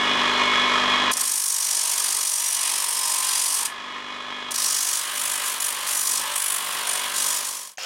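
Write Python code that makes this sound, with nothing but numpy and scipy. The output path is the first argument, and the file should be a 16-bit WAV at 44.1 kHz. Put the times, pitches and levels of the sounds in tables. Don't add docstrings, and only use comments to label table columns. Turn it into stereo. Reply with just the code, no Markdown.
import sys
import numpy as np
from scipy import signal
from scipy.fft import rfft, irfft
from scipy.io import wavfile
from scipy.ndimage import uniform_filter1d

SR = 44100
rng = np.random.default_rng(int(sys.argv[2]) if len(sys.argv) > 2 else 0)


def waveform_to_disk(signal):
    frames = np.transpose(np.atleast_2d(signal))
    scaled = np.clip(frames, -1, 1) * 32767
    samples = np.round(scaled).astype(np.int16)
    wavfile.write(sys.argv[1], SR, samples)


def volts_from_decibels(level):
    exponent = np.asarray(level, float) / 20
    return 10 ** exponent


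N = 346185
TIME = np.arange(N) / SR
FREQ = np.fft.rfftfreq(N, 1 / SR)

# from in seconds, to in seconds.
CONTACT_SPELLS = [(1.113, 3.67), (4.508, 7.77)]
# frequency in Hz, left minus right in dB.
TOOL_LEAN = [(60, 3), (110, 0), (200, 1), (380, -1), (700, -1.5), (1290, -2), (2380, -4.5), (4400, -3),
             (8120, 2), (15000, 10)]


def curve(points, column=1):
    points = np.array(points)
    return np.interp(TIME, points[:, 0], points[:, column])


def shape(points):
    hz, db = np.transpose(points)
    return volts_from_decibels(np.interp(np.log(FREQ + 1), np.log(hz), db))


def modes(table, floor_db):
    return volts_from_decibels(floor_db) + sum(volts_from_decibels(db) / (1 + 2j * (FREQ - hz) / width) for hz, width, db in table)


def above(hz, order):
    return 1 / (1 + (hz / (FREQ + 1)) ** order)


def colour(x, gain):
    return irfft(rfft(x) * gain, N)


def unit(gain, lo_hz, hi_hz):
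    inside = (FREQ > lo_hz) & (FREQ < hi_hz)
    return gain / np.sqrt(np.sum(np.abs(gain[inside]) ** 2) / len(FREQ))


def walk(rate):
    k = int(SR / rate)
    held = np.repeat(rng.standard_normal(N // k + 1), k)
    return 1.07 * uniform_filter1d(uniform_filter1d(held, k), k)[:N]


def grains(scatter_db):
    x = rng.standard_normal(N) * volts_from_decibels(scatter_db * rng.standard_normal(N))
    return x / x.std()


def pair(shared, apart, lean):
    # frequency in Hz, gain of the unrelated part in dB.
    spread = [(60, -38), (300, -75), (1400, -7.5), (3100, -8.5), (6800, -3.5), (15000, -4.5)]
    # frequency in Hz, phase by which the left port leads in radians.
    left_lead = [(40, .1), (100, 0.2), (300, 0.25), (1200, 0.34), (3200, .1), (4600, 0.93), (6200, 0.47),
                 (8000, 1), (12000, 0.16), (16000, .1)]
    hz, radians = np.transpose(left_lead)
    lead = np.interp(np.log(FREQ + 1), np.log(hz), radians)
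    side = colour(apart, shape(spread))
    tilt = np.sqrt(shape(lean)) * np.exp(.5j * lead)
    return np.array([colour(shared + side, tilt), colour(shared - side, 1 / tilt)])


def tones(multiples, dbs, turns, waver_db):
    out = 0
    for m, db in zip(multiples, dbs):
        angle = 2 * np.pi * (m * turns + rng.random())
        sway = 0.65 * rng.standard_normal()
        level = np.sqrt(2) * volts_from_decibels(db + waver_db * walk(9))
        out = out + level * np.array([np.sin(angle), sway * np.cos(angle)])
    return out


def each_turn(turns, memory_turns):
    keep = np.exp(-1 / memory_turns)
    fresh = rng.standard_normal((450, 900))
    rims = signal.lfilter([np.sqrt(1 - keep ** 2)], [1, -keep], fresh, axis=0)
    return rims[turns.astype(int) + 50, (turns % 1 * 900).astype(int)]


def motor(turns):
    # time in seconds, gain on hum and whine in dB, housing rattle in dB.
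    loudness = [(0, -0.5, -26), (1.112, 0, -26), (1.125, -19, -47), (1.16, -13.5, -38.5),
                (1.43, -38, -46.5), (2.2, -36, -42), (2.3, -40, -49), (2.8, -35, -43), (3.5, -39, -44),
                (3.6, -24, -39), (3.9, -14.5, -39.5), (4.51, -13, -39), (4.93, -35, -41.5),
                (5.16, -20.5, -40), (6.03, -27.5, -41), (6.2, -19, -38), (6.43, -35, -43.5),
                (6.77, -26, -37.5), (7.14, -17, -41), (7.77, -23, -38.5)]
    # multiple of the turn rate, level in dB before the gain.
    shaft_orders = [(1.0, -55), (2.0, -54), (2.5, -70), (3.0, -55), (3.5, -62), (4.0, -46), (4.5, -62),
                    (5.0, -37), (5.5, -60), (6.0, -46), (6.5, -55), (7.0, -60), (7.5, -47), (8.0, -43),
                    (8.5, -48), (9.0, -46), (10.0, -54), (10.5, -57), (11.0, -51), (11.5, -53), (12.0, -45),
                    (12.5, -44), (13.0, -52), (14.0, -47), (14.5, -58), (15.0, -51), (16.0, -52),
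                    (17.0, -52), (18.0, -45), (19.0, -40), (20.0, -44), (20.5, -46), (21.0, -40),
                    (22.0, -42)]
    # multiple of the ball-pass rate, shaft sideband in turn rates,
    # cage sideband in cage rates, level in dB before the gain and the damping.
    bearing_lines = [(5, 1, 0, -45), (7, -1, 1, -44), (7, 0.5, 0, -46), (8, -1, 0, -40.5), (8, 1, 0, -64),
                     (9, -1, 0, -50), (9, 0, 0, -33.5), (10, -1, 0, -60), (10, 0, 0, -39.5),
                     (10, 0, 1, -53), (11, -1, 0, -54), (12, -1, 0, -39.5), (12, 0, 0, -43.5),
                     (13, -1, 0, -71), (13, 1, 0, -36), (14, -2, 0, -61), (14, -1, 0, -34.5),
                     (14, 0, 0, -39), (14, 2, 0, -68), (16, 0, 0, -40), (16, 0, 1, -50), (17, 1, 0, -46)]
    # frequency in Hz, relative density in dB.
    housing_colour = [(24, -55), (40, -27), (147, -19.5), (337, -10.5), (733, -8), (1040, -1.5),
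                      (1440, -5.5), (2000, -2.5), (2700, -9.5), (3400, -5), (4230, -12.5), (4380, -15),
                      (4900, -12.5), (7200, -21), (10200, -32.5), (15000, -52), (16200, -70)]
    # frequency in Hz, width in Hz, relative level in dB.
    housing_rings = [(1074, 92, 6), (1248, 60, 5), (1704, 44, 6), (2478, 71, 4), (2936, 48, 2.5),
                     (3270, 270, -1.5), (4020, 57, -1)]
    ball_pass, cage_rate = 4.912, .386

    hum_db, rattle_db = curve(loudness, column=1), curve(loudness, column=2)
    multiple, shaft_db = np.transpose(shaft_orders)
    hum = tones(multiple, shaft_db, turns, waver_db=1.0)
    ball, shaft, cage, whine_db = np.transpose(bearing_lines)
    whine = tones(ball_pass * ball + shaft + cage_rate * cage, whine_db, turns, waver_db=3.5)
    loaded = sum((TIME > start) & (TIME < end) for start, end in CONTACT_SPELLS)
    whine = whine * volts_from_decibels(-8 * loaded)

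    shake = volts_from_decibels(6.5 * np.exp(-((turns - .12) % 1) / .35) + .8 * walk(40))
    shake = shake / np.sqrt(np.mean(shake ** 2))
    body = unit(shape(housing_colour) * modes(housing_rings, 0), 850, 1350)
    knocks = .5 * each_turn(turns, memory_turns=5.7)
    rattle = np.array([colour(shake * (grains(scatter_db=3.5) + k), body) for k in (knocks, 0)])
    shared, apart = volts_from_decibels(hum_db) * (hum + whine) + volts_from_decibels(rattle_db) * rattle
    return pair(shared, apart, TOOL_LEAN)


def pushes():
    # start in seconds, hold in seconds, hiss power added
    # in dB, 4-7 kHz ring power added in dB, bite depth from 0 to 1, hiss above 10 kHz re below in dB.
    presses = [(1.089, 0.35, -26, -32, 0.64, 0.5), (1.47, 0.46, -27, -31.5, 0.64, 0),
               (1.948, 0.28, -28, -33, 0.74, 1), (2.247, 0.21, -26, -33, .55, -1),
               (2.487, 0.31, -27, -33, 0.7, -1), (2.857, 0.096, -26.5, -35.5, 0.64, -0.5),
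               (3.01, 0.48, -27, -33, 0.56, -1), (3.5, 0.13, -26, -35.5, 0.4, -1.5),
               (4.473, 0.46, -26.5, -32.5, 0.57, -2.5), (5.137, 0.17, -28.5, -38.5, 0.84, -1),
               (5.416, 0.034, -31, -37.5, .45, 3), (5.574, 0.065, -27.5, -40, 1, 2),
               (5.845, 0.16, -25.5, -34.5, 0.53, 1), (6.04, 0.088, -26.5, -33, 0.74, -0.5),
               (6.331, 0.18, -28, -46, 1, 1.5), (6.658, 0.018, -37, -48, 0.7, 0),
               (6.843, 0.063, -29, -42, 0.93, -5), (7.132, 0.21, -25.5, -32.5, 0.53, -1),
               (7.42, 0.25, -25.5, -30.5, .4, -0.5)]
    lean_in_s, ease_off_s = 0.036, 0.097
    light_hiss_db, light_ring_db, light_depth, light_tilt_db = -34, -41.5, .45, 0.5

    hiss, ring = volts_from_decibels(2 * light_hiss_db), volts_from_decibels(2 * light_ring_db)
    bite, tilt = hiss * light_depth, hiss * light_tilt_db
    for s, hold, hiss_db, ring_db, depth, tilt_db in presses:
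        full = s + lean_in_s
        end = full + hold
        lean = np.interp(TIME, [s, full, end, end + ease_off_s], [0, 1, 1, 0]) ** 2
        power = lean * volts_from_decibels(2 * hiss_db)
        hiss, ring = hiss + power, ring + lean * volts_from_decibels(2 * ring_db)
        bite, tilt = bite + power * depth, tilt + power * tilt_db
    return 10 * np.log10(hiss), 10 * np.log10(ring), bite / hiss, tilt / hiss


def singing(push):
    # start in seconds, length in seconds, from in Hz,
    # to in Hz, level in dB relative to the hiss.
    sung_modes = [(1.35, 0.47, 5700, 5700, -18), (1.42, 0.21, 6500, 6470, -16),
                  (1.85, 0.16, 7170, 7170, -19), (2.25, .45, 5830, 5830, -17), (2.6, .36, 5170, 5280, -17),
                  (2.88, 0.33, 5320, 5050, -12), (3.16, 0.34, 5000, 4830, -16),
                  (3.2, 0.32, 10000, 9850, -13), (4.56, 0.29, 5540, 5520, -14),
                  (4.58, 0.26, 5850, 5770, -18), (4.72, 0.26, 6370, 6470, -13),
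                  (5.163, 0.16, 9850, 9900, -11), (5.88, .35, 5900, 5960, -20),
                  (6.08, .16, 8100, 8200, -15), (6.32, .073, 8400, 8480, -6),
                  (6.36, 0.23, 10000, 10000, -10), (6.85, 0.17, 9320, 8900, -3.5)]
    out = np.zeros(N)
    for s, length, from_hz, to_hz, db in sung_modes:
        a, n = int(s * SR), int(length * SR)
        carrier = np.exp(2j * np.pi * np.cumsum(np.linspace(from_hz, to_hz, n)) / SR)
        keep = np.exp(-np.pi * 100 / SR)
        ring = signal.lfilter([np.sqrt(2 - 2 * keep ** 2)], [1, -keep], push[a:a + n] / carrier) * carrier
        out[a:a + n] += volts_from_decibels(db) * signal.windows.tukey(n, .6) * ring.real
    return out


def grinding(turns):
    # time in seconds, scrape below 4 kHz in dB, thump gain in dB.
    low_levels = [
        [(1.11, -36, -53), (1.5, -43.5, -57), (1.7, -39, -54), (2.1, -34.5, -46.5), (2.33, -40.5, -52.5),
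         (2.75, -32.5, -44.5), (2.93, -38, -47), (3.3, -33.5, -45.5), (3.67, -40, -50)],
        [(4.51, -37.5, -73), (4.85, -38, -60), (5.15, -34.5, -58), (5.8, -35, -52), (5.9, -31.5, -50),
         (6.05, -42.5, -62), (6.3, -34, -47), (6.45, -36.5, -56), (6.75, -33.5, -46.5), (7.2, -33.5, -49.5),
         (7.77, -35, -45)],
    ]
    # frequency in Hz, relative density in dB.
    grit_colours = [
        [(180, -71), (300, -58), (378, -23), (493, -23.5), (797, -15.5), (925, -4), (1400, -14.5), (1710, -8.5),
         (3600, -6), (5620, -1.5), (7580, -0.5), (8650, 5.5), (11500, -4), (15700, -18)],
        [(180, -43), (300, -53), (592, -8), (824, -20), (895, -5), (1070, -3.5), (1450, -5), (1650, -3),
         (2260, -4.5), (3000, -3), (4040, -3), (9550, -1.5), (12000, -9), (15700, -16.5)],
    ]
    # multiple of the turn rate, level in dB before the thump gain.
    thump_orders = [
        [(1, -47), (2, -29), (3, -30), (4, -32), (5, -25), (6, -28), (7, -23), (8, -19), (9, -21), (10, -27),
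         (11, -24), (12, -16), (13, -13), (14, -12), (15, -16), (16, -14), (17, -18), (18, -8), (19, -11),
         (20, 0), (21, -8), (22, -4), (23, -7), (24, -11)],
        [(1, -30), (2, -27), (3, -25), (4, -16), (5, -16), (6, -23), (7, -21), (8, -13), (9, -17), (10, -14),
         (11, -14), (12, -11), (13, -13), (14, -15), (15, -9), (16, -13), (17, -14), (18, -3), (19, -7),
         (20, -2), (21, -8), (22, 0), (23, -4), (24, -7)],
    ]
    # frequency in Hz, width in Hz, relative level in dB.
    block_modes = [(1573, 30, 0), (2938, 40, -1), (3344, 210, -5), (3850, 12, 6), (4360, 100, -3.5),
                   (4920, 130, 0), (5300, 62, 0), (5475, 18, 9), (5830, 160, 3), (6350, 47, 6.5),
                   (6954, 74, 6.5), (8400, 63, -6), (9100, 75, -23), (9660, 220, -4)]
    # start in
    # seconds, length in seconds, change of force in dB.
    bounces = [(1.126, .004, -4), (1.139, 0.03, -14), (1.165, 0.0066, 9), (1.178, .009, -3),
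               (1.208, 0.0058, 10), (1.219, 0.011, -11), (3.615, .01, -4), (3.635, 0.015, -22),
               (3.653, 0.007, 3), (4.523, 0.019, -18), (4.539, .005, -1), (4.564, 0.014, -20),
               (5.581, .02, -5.5), (5.849, 0.024, -3)]
    # frequency in Hz, left minus right in dB.
    block_lean = [(60, 2), (110, 1), (200, -8), (380, 2), (700, 0), (1290, -3), (2380, -0.5), (4400, -5),
                  (8120, 4.5), (15000, 7.5)]
    firm_hiss_db, chip_db = -26, -40
    chip_follow = .4
    chip_decay_turns = .3

    out = 0
    low = 1 / (1 + (FREQ / 4100) ** 8)
    top, upper = above(7250, 12), above(10000, 12)
    rim = each_turn(turns, memory_turns=7.9)
    hiss_db, ring_db, depth, tilt_db = pushes()
    spells = zip(low_levels, grit_colours, thump_orders, CONTACT_SPELLS)
    for rows, grit_colour, orders, (start, end) in spells:
        scrape_db, thump_db = curve(rows, column=1), curve(rows, column=2)
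        touching = (TIME > start) & (TIME < end)

        high_spot = np.tanh(1.88 * np.cos(2 * np.pi * (turns - .03)) + .5 * walk(60))
        bite_db = 8 * depth * high_spot + 0.65 * walk(50) + 0.59 * walk(200)
        force = touching * volts_from_decibels(bite_db) / np.sqrt(uniform_filter1d(volts_from_decibels(2 * bite_db), SR // 16))
        for s, length, db in bounces:
            force = force * volts_from_decibels(db * ((TIME > s) & (TIME < s + length)))

        body = shape(grit_colour) * modes(block_modes, 3.0)
        bands = [
            (unit(body * low, 1100, 4800), scrape_db + 1.3 * walk(10), .6),
            (unit(body * (1 - low) * (1 - top), 3600, 7900), ring_db + 1.2 * walk(10), 1),
            (unit(body * top, 6100, 15400) * (1 - upper), hiss_db - 2.0 + 0.68 * walk(10), 1),
            (unit(body * top, 6700, 15400) * upper, hiss_db - 2.0 + tilt_db + .8 * walk(10), 1)]
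        steel = []
        for grit in (grains(scatter_db=3.5) + 0.41 * rim, grains(scatter_db=2.5)):
            layer = volts_from_decibels(hiss_db) * singing(force * grit)
            for gain, db, throb in bands:
                layer = layer + volts_from_decibels(db) * colour(force ** throb * grit, gain)
            steel.append(layer)
        steel = np.array(steel)

        burst = force * (0.36 + np.exp(-((turns - .8) % 1) / chip_decay_turns))
        chip_colour = unit(shape(grit_colour) * above(10500, 6), 7500, 16000)
        chips = colour(burst * grains(scatter_db=8), chip_colour)
        steel[0] += volts_from_decibels(chip_db + chip_follow * (hiss_db - firm_hiss_db)) * chips

        multiple, order_db = np.arange(len(orders)) + 1, np.array(orders)[:, 1]
        bench = touching * volts_from_decibels(thump_db) * tones(multiple, order_db, turns, waver_db=4.0)
        shared, apart = steel + bench
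        out = out + pair(shared, apart, block_lean)
    return out


def shop(dry):
    t60_s, level_db = 0.18, -5.5
    t = TIME[:SR // 2]
    tail = rng.standard_normal((2, len(t))) * volts_from_decibels(-60 * t / t60_s) * (t > .004)
    tail = tail / np.sqrt(np.sum(tail ** 2, axis=1, keepdims=True))
    middle = dry.mean(axis=0, keepdims=True)
    return volts_from_decibels(level_db) * signal.fftconvolve(middle, tail, axes=1)[:, :N]


def die_grinder():
    # start in seconds, level in dB, ring in Hz, rise in seconds.
    blows = [(7.7735, -30, 6460, .0009), (7.7822, -22, 1700, .0005), (7.7822, -29, 760, .0016),
             (7.803, -29, 5100, .0007), (7.8132, -26, 4860, .0005), (7.8235, -23, 5200, .0006),
             (7.8335, -22, 6900, .0006), (7.845, -33, 5000, .0005)]
    # frequency in Hz, relative density in dB.
    rasp_colour = [(120, -77), (200, -50), (491, -6.5), (836, -8.5), (1870, -7), (2050, -8), (2910, -3),
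                   (3900, -11), (5040, -5), (16000, -30)]
    # time in seconds, level in dB.
    swell = [(7.772, -57), (7.785, -35), (7.82, -33.5), (7.85, -32)]

    rasp = unit(shape(rasp_colour), 200, 16000)
    level = volts_from_decibels(curve(swell)) * (TIME > swell[0][0])
    shared, apart = (level * colour(grains(scatter_db=2.5), rasp) for _ in range(2))
    crack = colour(rng.standard_normal(N), rasp)
    for s, db, hz, rise in blows:
        age = np.clip(TIME - s, 0, None) / rise
        envelope = np.e * age * np.exp(-age)
        shared = shared + volts_from_decibels(db) * envelope * (np.sin(2 * np.pi * hz * (TIME - s)) + 0.25 * crack)
    return pair(shared, apart, TOOL_LEAN)


def scene():
    # time in seconds, turns per second.
    shaft_speed = [(0, 49.74), (1.12, 49.74), (1.3, 48.97), (1.8, 48.03), (2.3, 47.4), (2.9, 47.22),
                   (3.6, 46.67), (3.8, 49.75), (4.53, 49.75), (4.75, 48.0), (5.2, 49.7), (5.6, 48.62),
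                   (6.1, 49.1), (6.6, 48.8), (7.15, 48.23), (7.35, 49.08), (7.85, 48.62)]
    fade_span = (7.28, 7.775)
    turns = .47 + np.cumsum(curve(shaft_speed)) / SR
    steel = grinding(turns)
    fade = np.interp(TIME, fade_span, [1, 0]) ** 1.24
    return fade * (motor(turns) + steel + shop(steel)) + die_grinder()


def band_limit(x):
    return signal.sosfilt(signal.butter(12, 16320, fs=SR, output="sos"), x)


def record(dry):
    cut = signal.ellip(10, .2, 60, 15950, fs=SR, output="sos")
    mix = signal.sosfilt(cut, dry)
    return band_limit(mix)


dry = scene()
out = record(dry)
waveform_to_disk(out)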